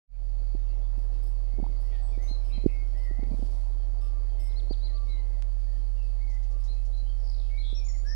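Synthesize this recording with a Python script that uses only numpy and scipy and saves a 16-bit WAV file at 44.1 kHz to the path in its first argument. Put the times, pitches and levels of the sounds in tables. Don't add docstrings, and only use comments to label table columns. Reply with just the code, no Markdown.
import sys
import numpy as np
from scipy import signal
from scipy.fft import rfft, irfft, next_fast_len
from scipy.io import wavfile
from scipy.ndimage import uniform_filter1d, map_coordinates

SR = 44100
rng = np.random.default_rng(int(sys.argv[2]) if len(sys.argv) > 2 else 0)


def inscribe(sig):
    pcm = np.round(np.clip(np.atleast_2d(sig).T, -1, 1) * 32767)
    wavfile.write(sys.argv[1], SR, pcm.astype(np.int16))


N = 359415
TIME = np.arange(N) / SR

# (time [s], pitch [Hz], relative level [dB])
CLANKS = [(2.22, 6170, -58), (4.01, 1183, -61.5), (4.915, 1166, -59.5), (6.5, 1177, -65.5)]
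# (start [s], end [s], pitch [Hz], relative level [dB])
SHEEP_WALKS = [(1.25, 2.5, 1177, -75), (1.86, 3.0, 5380, -72), (7.36, 8.1, 1177, -73)]
# (frequency [multiple of the note], relative level [dB])
BELL_OVERTONE = (2.32, -21.5)
# (time [s], relative level [dB], tilt [dB/octave])
TINKLES = [(.97, -71.5, 3), (1.226, -64, 5), (1.798, -66.5, 3), (2.219, -66.5, -1.5), (2.441, -66, -2),
           (2.97, -66.5, -2), (4.009, -66, -4), (4.394, -58.5, -1), (6.6, -69, -2)]
# (frequency [Hz], relative level [dB])
SMALL_BELL_MODES = [(2710, -7), (3060, -5.5), (3580, -5), (5157, 3), (5370, -9), (5790, -12), (6169, -11.5),
                    (8086, -4.5), (8220, 0), (10030, -8.5), (11149, -1.5), (11445, -6), (11660, -12),
                    (13000, -9), (14150, -10.5), (14650, -10), (15600, -18)]

# (time [s], length [s], middle pitch [Hz], relative level [dB], slur, perch)
WHISTLES = [(1.49, 0.19, 2198, -66.5, "level", "right"), (1.817, .1, 2020, -68.5, "scoop", "right"),
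            (1.911, 0.079, 1870, -59.5, "sag", "right"), (2.017, 0.079, 8100, -64, "level", "near"),
            (2.117, 0.052, 2316, -59.5, "sag", "right"), (2.173, 0.091, 2065, -59, "rise", "ahead"),
            (2.68, 0.183, 2185, -61, "level", "ahead"), (2.921, 0.19, 2040, -59, "scoop", "left"),
            (3.031, 0.13, 1914, -54, "dip", "left"), (3.147, .11, 2090, -59.5, "rise", "left"),
            (4.327, 0.3, 2127, -65, "level", "left"), (4.87, .06, 1955, -64.5, "fall", "left"),
            (5.044, 0.2, 2135, -59.5, "sag", "left"), (5.32, .06, 2055, -66, "fall", "left"),
            (5.65, 0.13, 1855, -69, "arch", "ahead"), (5.939, .16, 2694, -65, "sag", "left"),
            (6.19, .12, 2220, -58, "arch", "left"), (6.284, .125, 2000, -60.5, "dip", "left"),
            (7.486, 0.145, 2255, -53.5, "level", "left"), (7.738, 0.069, 5580, -48, "level", "near"),
            (7.757, 0.097, 2440, -59.5, "sag", "left"), (7.835, 0.087, 6810, -50, "level", "near"),
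            (7.861, 0.059, 2100, -60.5, "fall", "left"), (7.877, 0.044, 5560, -50.5, "level", "near"),
            (7.913, 0.11, 6950, -58.5, "level", "near"), (7.932, .042, 2080, -60.5, "fall", "left"),
            (8.036, 0.14, 1773, -49, "scoop", "left")]
SLURS = {"level": (0.95, 0.95), "rise": (.91, 1.09), "scoop": (.88, 1.025), "fall": (1.08, 0.886),
         "sag": (1.06, 0.94), "arch": (.91, .92), "dip": (1.06, 1.08)}
PERCHES = {"near": (27, -2.5, 0.33), "left": (18.8, -3, 0.6), "ahead": (6.5, 1, 0.56), "right": (-9, 0, .6)}
# (time [s], top pitch [Hz], relative level [dB])
HWEETS = [(2.265, 4190, -47), (2.51, 4140, -49.5), (4.8, 4125, -49.5), (5.07, 4060, -52.5),
          (6.665, 4160, -52.5), (6.915, 4120, -55.5), (7.05, 3204, -61), (7.565, 4160, -51)]
HWEET_SHAPE = [(0, .78), (0.161, 0.918), (.3, 0.98), (.6, 1), (1, 0.94)]
# (time [s], top pitch [Hz], relative level [dB])
ARCHES = [(4.48, 4130, -63), (4.552, 4470, -50.5), (4.688, 4720, -47.5), (4.824, 4690, -52.5),
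          (4.93, 4630, -53.5)]
ARCH_SHAPE = [(0, .86), (.3, .94), (.56, 1), (.68, .94), (.82, .77), (1, 0.49)]
# (time [s], length [s], start pitch [Hz], end pitch [Hz], swing [Hz], relative level [dB], pan left [dB])
RASPS = [(1.894, 0.077, 2586, 3270, 700, -61.5, 2), (2.476, 0.14, 2574, 2240, 220, -58.5, 12),
         (2.527, 0.045, 3190, 3130, 40, -59.5, 10), (2.668, 0.061, 2350, 2346, 300, -55, 3),
         (7.617, 0.119, 3547, 3706, 297, -47.5, 23), (8.053, 0.071, 5540, 5280, 334, -44.5, 24)]

# (time [s], level [dB], rough pitch [Hz])
BUMPS = [(.551, -27.5, 280), (.982, -33.5, 220), (1.538, -40.5, 240), (1.587, -25, 298),
         (1.601, -25.5, 220), (1.63, -24.5, 189), (1.642, -32.5, 775), (1.666, -37, 880), (2.178, -32, 257),
         (2.312, -33, 223), (2.582, -29, 191), (2.642, -28.5, 292), (2.663, -5.5, 291), (3.113, -33.5, 292),
         (3.193, -27.5, 213), (3.232, -26.5, 243), (3.316, -27.5, 228), (3.344, -27, 213),
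         (3.393, -33, 210), (3.428, -26.5, 216), (4.711, -23.5, 304), (7.73, -33.5, 296)]
# (time [s], level [dB], pitch [Hz], pan left [dB])
CLICKS = [(3.238, -35, 1000, 11), (4.727, -33, 2000, 18), (5.424, -23.5, 1490, -33)]
# (peak time [s], level [dB])
GRIP_SHIFTS = [(1.62, -44), (2.62, -42), (3.33, -41.5)]
# (time [s], relative level [dB])
TICKS = [(6.3, -53.5), (6.335, -54), (6.43, -54), (6.511, -56), (6.64, -50), (6.66, -55), (6.735, -60),
         (6.854, -54), (6.969, -60)]

# (time [s], relative valley level [dB], relative leaf level [dB])
AIR_SWELLS = [(0.4, -67.5, -86), (1.13, -63, -84), (1.56, -65.5, -84), (2.18, -62.5, -79),
              (3.08, -64, -81.5), (3.4, -63, -80.5), (4.19, -64.5, -84), (4.52, -63.5, -80),
              (5.7, -67, -81), (7.78, -67, -77.5), (8.1, -66, -76.5)]
# (frequency [Hz], relative density [dB])
RUSH_LEFT = [(15, -4), (45, -1), (100, -13), (280, -12), (550, -19.5), (1100, -23.5), (3500, -28.5),
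             (6000, -30.5), (16000, -61.5)]
# (frequency [Hz], relative density [dB])
RUSH_RIGHT = [(20, 2), (70, 7), (120, 0), (220, -6), (450, -5.5), (700, -7), (1000, -15), (1500, -25.5),
              (3000, -41.5), (6000, -47.5), (16000, -73.5)]
# (frequency [Hz], relative density [dB])
LEAF_SPECTRUM = [(1000, -30), (3500, 1.5), (5500, 2), (7000, -3), (9000, -2), (12000, -7.5), (15500, -16.5)]
# (frequency [Hz], relative density [dB])
INSECT_SPECTRUM = [(3000, -54.5), (3900, -20.5), (4350, -4.5), (4620, -1.5), (4900, -15), (5600, -30.5)]
# (frequency [Hz], relative density [dB])
HISS_SPECTRUM = [(300, -4.5), (1300, -0.5), (3000, -4), (4300, -11.5), (5000, -12.5), (7000, -13),
                 (8500, -21.5), (16000, -22.5)]


def sheep_bells(t60=0.46, rattle_s=0.14, step_s=0.24, reference_hz=1177):
    out = np.zeros((2, N))
    steps = [(s + 0.03 * rng.normal(), hz, db + 2 * rng.normal())
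             for first, last, hz, db in SHEEP_WALKS for s in np.arange(first, last, step_s)]
    overtone_ratio, overtone_db = BELL_OVERTONE
    for s, hz, db in CLANKS + steps:
        size = (reference_hz / hz) ** 0.35
        modes = [(hz, 0), (hz * overtone_ratio, overtone_db)]
        clank = clapper(modes, tilt_db=1, t60=t60 * size, attack_s=0.014,
                        rattle_s=rattle_s * size, scrape_db=-14.5)
        pan_db = 1 + 10.5 * np.log2(hz / reference_hz)
        add(out, s, amp(db + 4.5) * clank, pan_db)
    return out


def small_bells(jingles=6, jingle_db=-74.5, jingle_tilt_db=-6):
    out = np.zeros((2, N))
    spread = (np.arange(jingles) + rng.random(jingles)) / jingles
    faint_shakes = [(s, jingle_db, jingle_tilt_db) for s in 1 + spread * (N / SR - 1)]
    for s, db, tilt_db in TINKLES + faint_shakes:
        modes = [(hz, level + 2 * rng.normal()) for hz, level in SMALL_BELL_MODES]
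        tinkle = clapper(modes, tilt_db, t60=0.18, attack_s=0.006, rattle_s=0.065, scrape_db=-5)
        add(out, s, amp(db + 1) * among_trees(tinkle, wet_db=-9, t60=0.72), pan_db=23.5)
    return out


def clapper(modes, tilt_db, t60, attack_s, rattle_s, scrape_db):
    t = np.arange(SR // 2) / SR
    hz, db = np.transpose(modes)[:, :, None]
    ringing = np.sin(2 * np.pi * hz * t) * amp(-60 * t / t60) * (1 - np.exp(-t / attack_s))
    scrape = np.array([wobble(0.07 * f, size=len(t)) for f in hz[:, 0]])
    ringing *= 1 + amp(scrape_db) * scrape
    rattled = ringing.copy()
    for delay in rng.uniform(0, min(rattle_s, 0.3), size=4):
        lag = int(delay * SR)
        rattled[:, lag:] += amp(-4.5) * ringing[:, :len(t) - lag]
    rattled /= np.abs(rattled).max(axis=1, keepdims=True)
    octaves = np.log2(hz / np.median(hz))
    return np.sum(rattled * amp(db + tilt_db * octaves), axis=0)


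def whistles():
    out = np.zeros((2, N))
    for s, length, pitch_hz, db, slur, perch in WHISTLES:
        start, end = SLURS[slur]
        pan_db, wet_db, t60 = PERCHES[perch]
        bend = np.polyfit([0, 0.5, 1], [start, 1, end], 2)
        note = sing(pitch_hz * np.polyval(bend, progress(length)), waver=0.0078, shimmer_db=0.5)
        add(out, s, amp(db) * among_trees(note, wet_db, t60), pan_db)
    return out


def bird_calls(rows, shape, length, wet_db, t60, pan_db, focus_db):
    out = np.zeros((2, N))
    contour = curves(shape, progress(length))[0]
    for s, top_hz, db in rows:
        note = unit(sing(top_hz * contour, waver=0.0084) * amp(focus_db * np.log2(contour)))
        add(out, s, amp(db) * among_trees(note, wet_db, t60), pan_db)
    return out


def rasps(flutter_hz=135):
    out = np.zeros((2, N))
    for s, length, start_hz, end_hz, swing_hz, db, pan_db in RASPS:
        along = progress(length)
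        glide_hz = start_hz + (end_hz - start_hz) * along
        flutter = np.sin(2 * np.pi * flutter_hz * length * along + 1.9 * wobble(61.5, size=len(along)))
        note = sing(glide_hz + swing_hz * flutter)
        add(out, s, amp(db) * among_trees(note, wet_db=3.5, t60=0.41), pan_db)
    return out


def trill(start_s=7.181, length=0.32, period_s=0.0145, top_hz=5135, drop_octaves=0.82, sweep=0.164):
    out = np.zeros((2, N))
    downsweep = sweep * (1 - 2 * progress(length=0.0103))
    for age in np.arange(0, length, period_s):
        s = start_s + age
        hz = top_hz * 2 ** (-drop_octaves * (age / length) ** 1.87)
        db = -49.5 + swell(s, peak_s=7.3, rise_db_per_s=141, fall_db_per_s=75)
        flick = sing(hz * (1 + 0.041 * rng.normal() + downsweep))
        onset = s + 0.0015 * rng.normal()
        gain = amp(db + 2.6 * rng.normal())
        add(out, onset, gain * among_trees(flick, wet_db=-3.5, t60=0.78), pan_db=24)
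    return out


def sing(hz, waver=0.0038, shimmer_db=2.0):
    size = len(hz)
    phase = 2 * np.pi * np.cumsum(hz * (1 + waver * wobble(153.6, size))) / SR
    shimmer = amp(shimmer_db * wobble(60.5, size))
    return unit(np.sin(phase) * signal.windows.tukey(size, 0.6) * shimmer)


def handling():
    out = np.zeros((2, N))
    lead_s = 0.04
    for s, db, hz in BUMPS:
        body = knock(1.03 * hz, cycles=max(0.42, hz * 0.00156))
        thud = amp(-13) * knock(0.38 * hz, cycles=0.41)
        scuff = amp(min(db, -26) - 13) * wobble(1505, size=len(body)) * np.hanning(len(body)) ** 20
        add(out, s - lead_s, amp(db) * (body + thud) + scuff, pan_db=-46)
    for s, db, hz, pan_db in CLICKS:
        add(out, s - lead_s, amp(db) * knock(hz, cycles=0.057), pan_db)
    out[1] += grip_rub()
    return out


def grip_rub(rest_db=-60.5):
    spectrum = [(30, -9.5), (80, 4), (160, -4), (450, -14.5), (1000, -31), (4000, -72.5)]
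    rub = unit(amp(4.5 * wobble(45)) * patchy_noise(spectrum, patchy_db=3))
    shifts = sum(amp(db + swell(TIME, s, rise_db_per_s=80, fall_db_per_s=63)) for s, db in GRIP_SHIFTS)
    return np.hypot(amp(rest_db), shifts) * rub


def knock(hz, cycles):
    t = np.arange(-SR // 25, SR // 25) / SR
    return np.cos(2 * np.pi * hz * t + rng.uniform(0.84, 1.1)) * np.exp(-0.5 * (t * hz / cycles) ** 2)


def ticks(lead_s=0.04):
    out = np.zeros((2, N))
    for s, db in TICKS:
        tick = among_trees(knock(hz=5550, cycles=0.6), wet_db=7, t60=0.089)
        add(out, s - lead_s, amp(db + 14) * tick, pan_db=25)
    return out


def far_chorus(floor_db=-75.1, count=60):
    out = np.zeros((2, N))
    for when, height, bend, length, strength in rng.random((count, 5)):
        octaves = 1.1 * height + 0.5 * (bend - 0.5) * progress(0.03 + 0.053 * length)
        note = among_trees(sing(1750 * 2 ** octaves, waver=0.015), wet_db=2.5, t60=0.35)
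        add(out, when * N / SR, amp(floor_db + 3.8 * strength) * note, pan_db=14)
    return out


def air(brush_s=3.495, brush_width_s=0.15):
    valley_db, rustle_db = curves(AIR_SWELLS)
    leaves = amp(rustle_db + 7.5 + 0.87 * wobble(25)) * patchy_noise(LEAF_SPECTRUM, patchy_db=2)
    swish = np.exp(-0.5 * ((TIME - brush_s) / brush_width_s) ** 2)
    brush = swish * amp(-65.5 + 1.2 * wobble(60)) * patchy_noise(LEAF_SPECTRUM, patchy_db=1.2)
    insect_db = -68 + 0.6 * wobble(3.36) + 1.3 * wobble(35)
    insects = amp(insect_db) * patchy_noise(INSECT_SPECTRUM, patchy_db=1.5)
    rush_left = amp(0.4 * valley_db - 37) * patchy_noise(RUSH_LEFT, patchy_db=3)
    rush_right = amp(valley_db + 14) * patchy_noise(RUSH_RIGHT, patchy_db=2)
    hiss = amp(-68.5) * patchy_noise(HISS_SPECTRUM, patchy_db=2)
    return np.array([rush_left + leaves + brush + insects, rush_right + hiss])


def hum(hum_hz=40.09, hum_db=-23.5, pulse_hz=30, whirr_hz=590, width_hz=300, whirr_db=-66.5):
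    tone = unit(np.sin(2 * np.pi * hum_hz * TIME))
    pulses = np.diff(np.floor(pulse_hz * TIME), prepend=0)
    whirr = filtered(pulses, lambda f: (1j * f / (whirr_hz ** 2 - f ** 2 + 1j * f * width_hz)) ** 2)
    return np.array([np.zeros(N), amp(hum_db) * tone + amp(whirr_db) * unit(whirr)])


def among_trees(x, wet_db, t60):
    t = np.arange(SR // 2) / SR
    tail = rng.standard_normal((2, len(t))) * amp(-60 * t / t60) * (1 - np.exp(-t / 0.01))
    tail *= amp(wet_db) / np.linalg.norm(tail[0])
    tail[:, 0] = 1
    return signal.fftconvolve(x[None], tail, axes=1) / np.hypot(1, amp(wet_db))


def patchy_noise(spectrum, patchy_db):
    bins = signal.stft(rng.standard_normal(N), nperseg=512)[2]
    patches = uniform_filter1d(rng.standard_normal(bins.shape), size=4, axis=0)
    patches = uniform_filter1d(patches, size=12, axis=1)
    noise = signal.istft(bins * amp(patchy_db * unit(patches)), nperseg=512)[1][:N]
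    hz, db = np.transpose(spectrum)
    return unit(filtered(noise, lambda f: amp(np.interp(np.log(f + 1), np.log(hz), db))))


def amp(db):
    return 10 ** (np.asarray(db) / 20)


def unit(x):
    return x / np.sqrt(np.mean(x ** 2) + 1e-20)


def curves(rows, at=TIME):
    knots, *columns = np.transpose(rows)
    return [np.interp(at, knots, column) for column in columns]


def swell(t, peak_s, rise_db_per_s, fall_db_per_s):
    return np.minimum(rise_db_per_s * (t - peak_s), fall_db_per_s * (peak_s - t))


def progress(length):
    return np.linspace(0, 1, max(int(length * SR), 16))


def wobble(rate, size=N):
    knots = rng.standard_normal(int(size * rate / SR) + 4)
    return map_coordinates(knots, [np.arange(size) * rate / SR + 1])


def filtered(x, response):
    size = next_fast_len(N + 8192)
    return irfft(rfft(x, size) * response(np.fft.rfftfreq(size, 1 / SR)), size)[..., :N]


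def add(out, s, sound, pan_db):
    start = max(round(s * SR), 0)
    gains = amp([[pan_db / 2], [-pan_db / 2]])
    part = (sound * gains / np.linalg.norm(gains))[:, :max(N - start, 0)]
    out[:, start:start + part.shape[1]] += part


def scene():
    birds = whistles() + rasps() + trill()
    birds += bird_calls(HWEETS, HWEET_SHAPE, length=0.08, wet_db=0, t60=0.3, pan_db=24.5, focus_db=18)
    birds += bird_calls(ARCHES, ARCH_SHAPE, length=0.062, wet_db=-7, t60=0.95, pan_db=28, focus_db=3)
    meadow = amp(-2) * birds + far_chorus() + small_bells() + sheep_bells() + ticks() + air()
    return meadow + handling() + hum()


def record(dry, start_s=0.075, settle_s=0.09, top_hz=15750):
    fade = (1 - np.exp(-np.maximum(TIME - start_s, 0) / settle_s)) ** 2
    return filtered(dry * fade, lambda hz: hz < top_hz)


dry = scene()
out = record(dry)
inscribe(out)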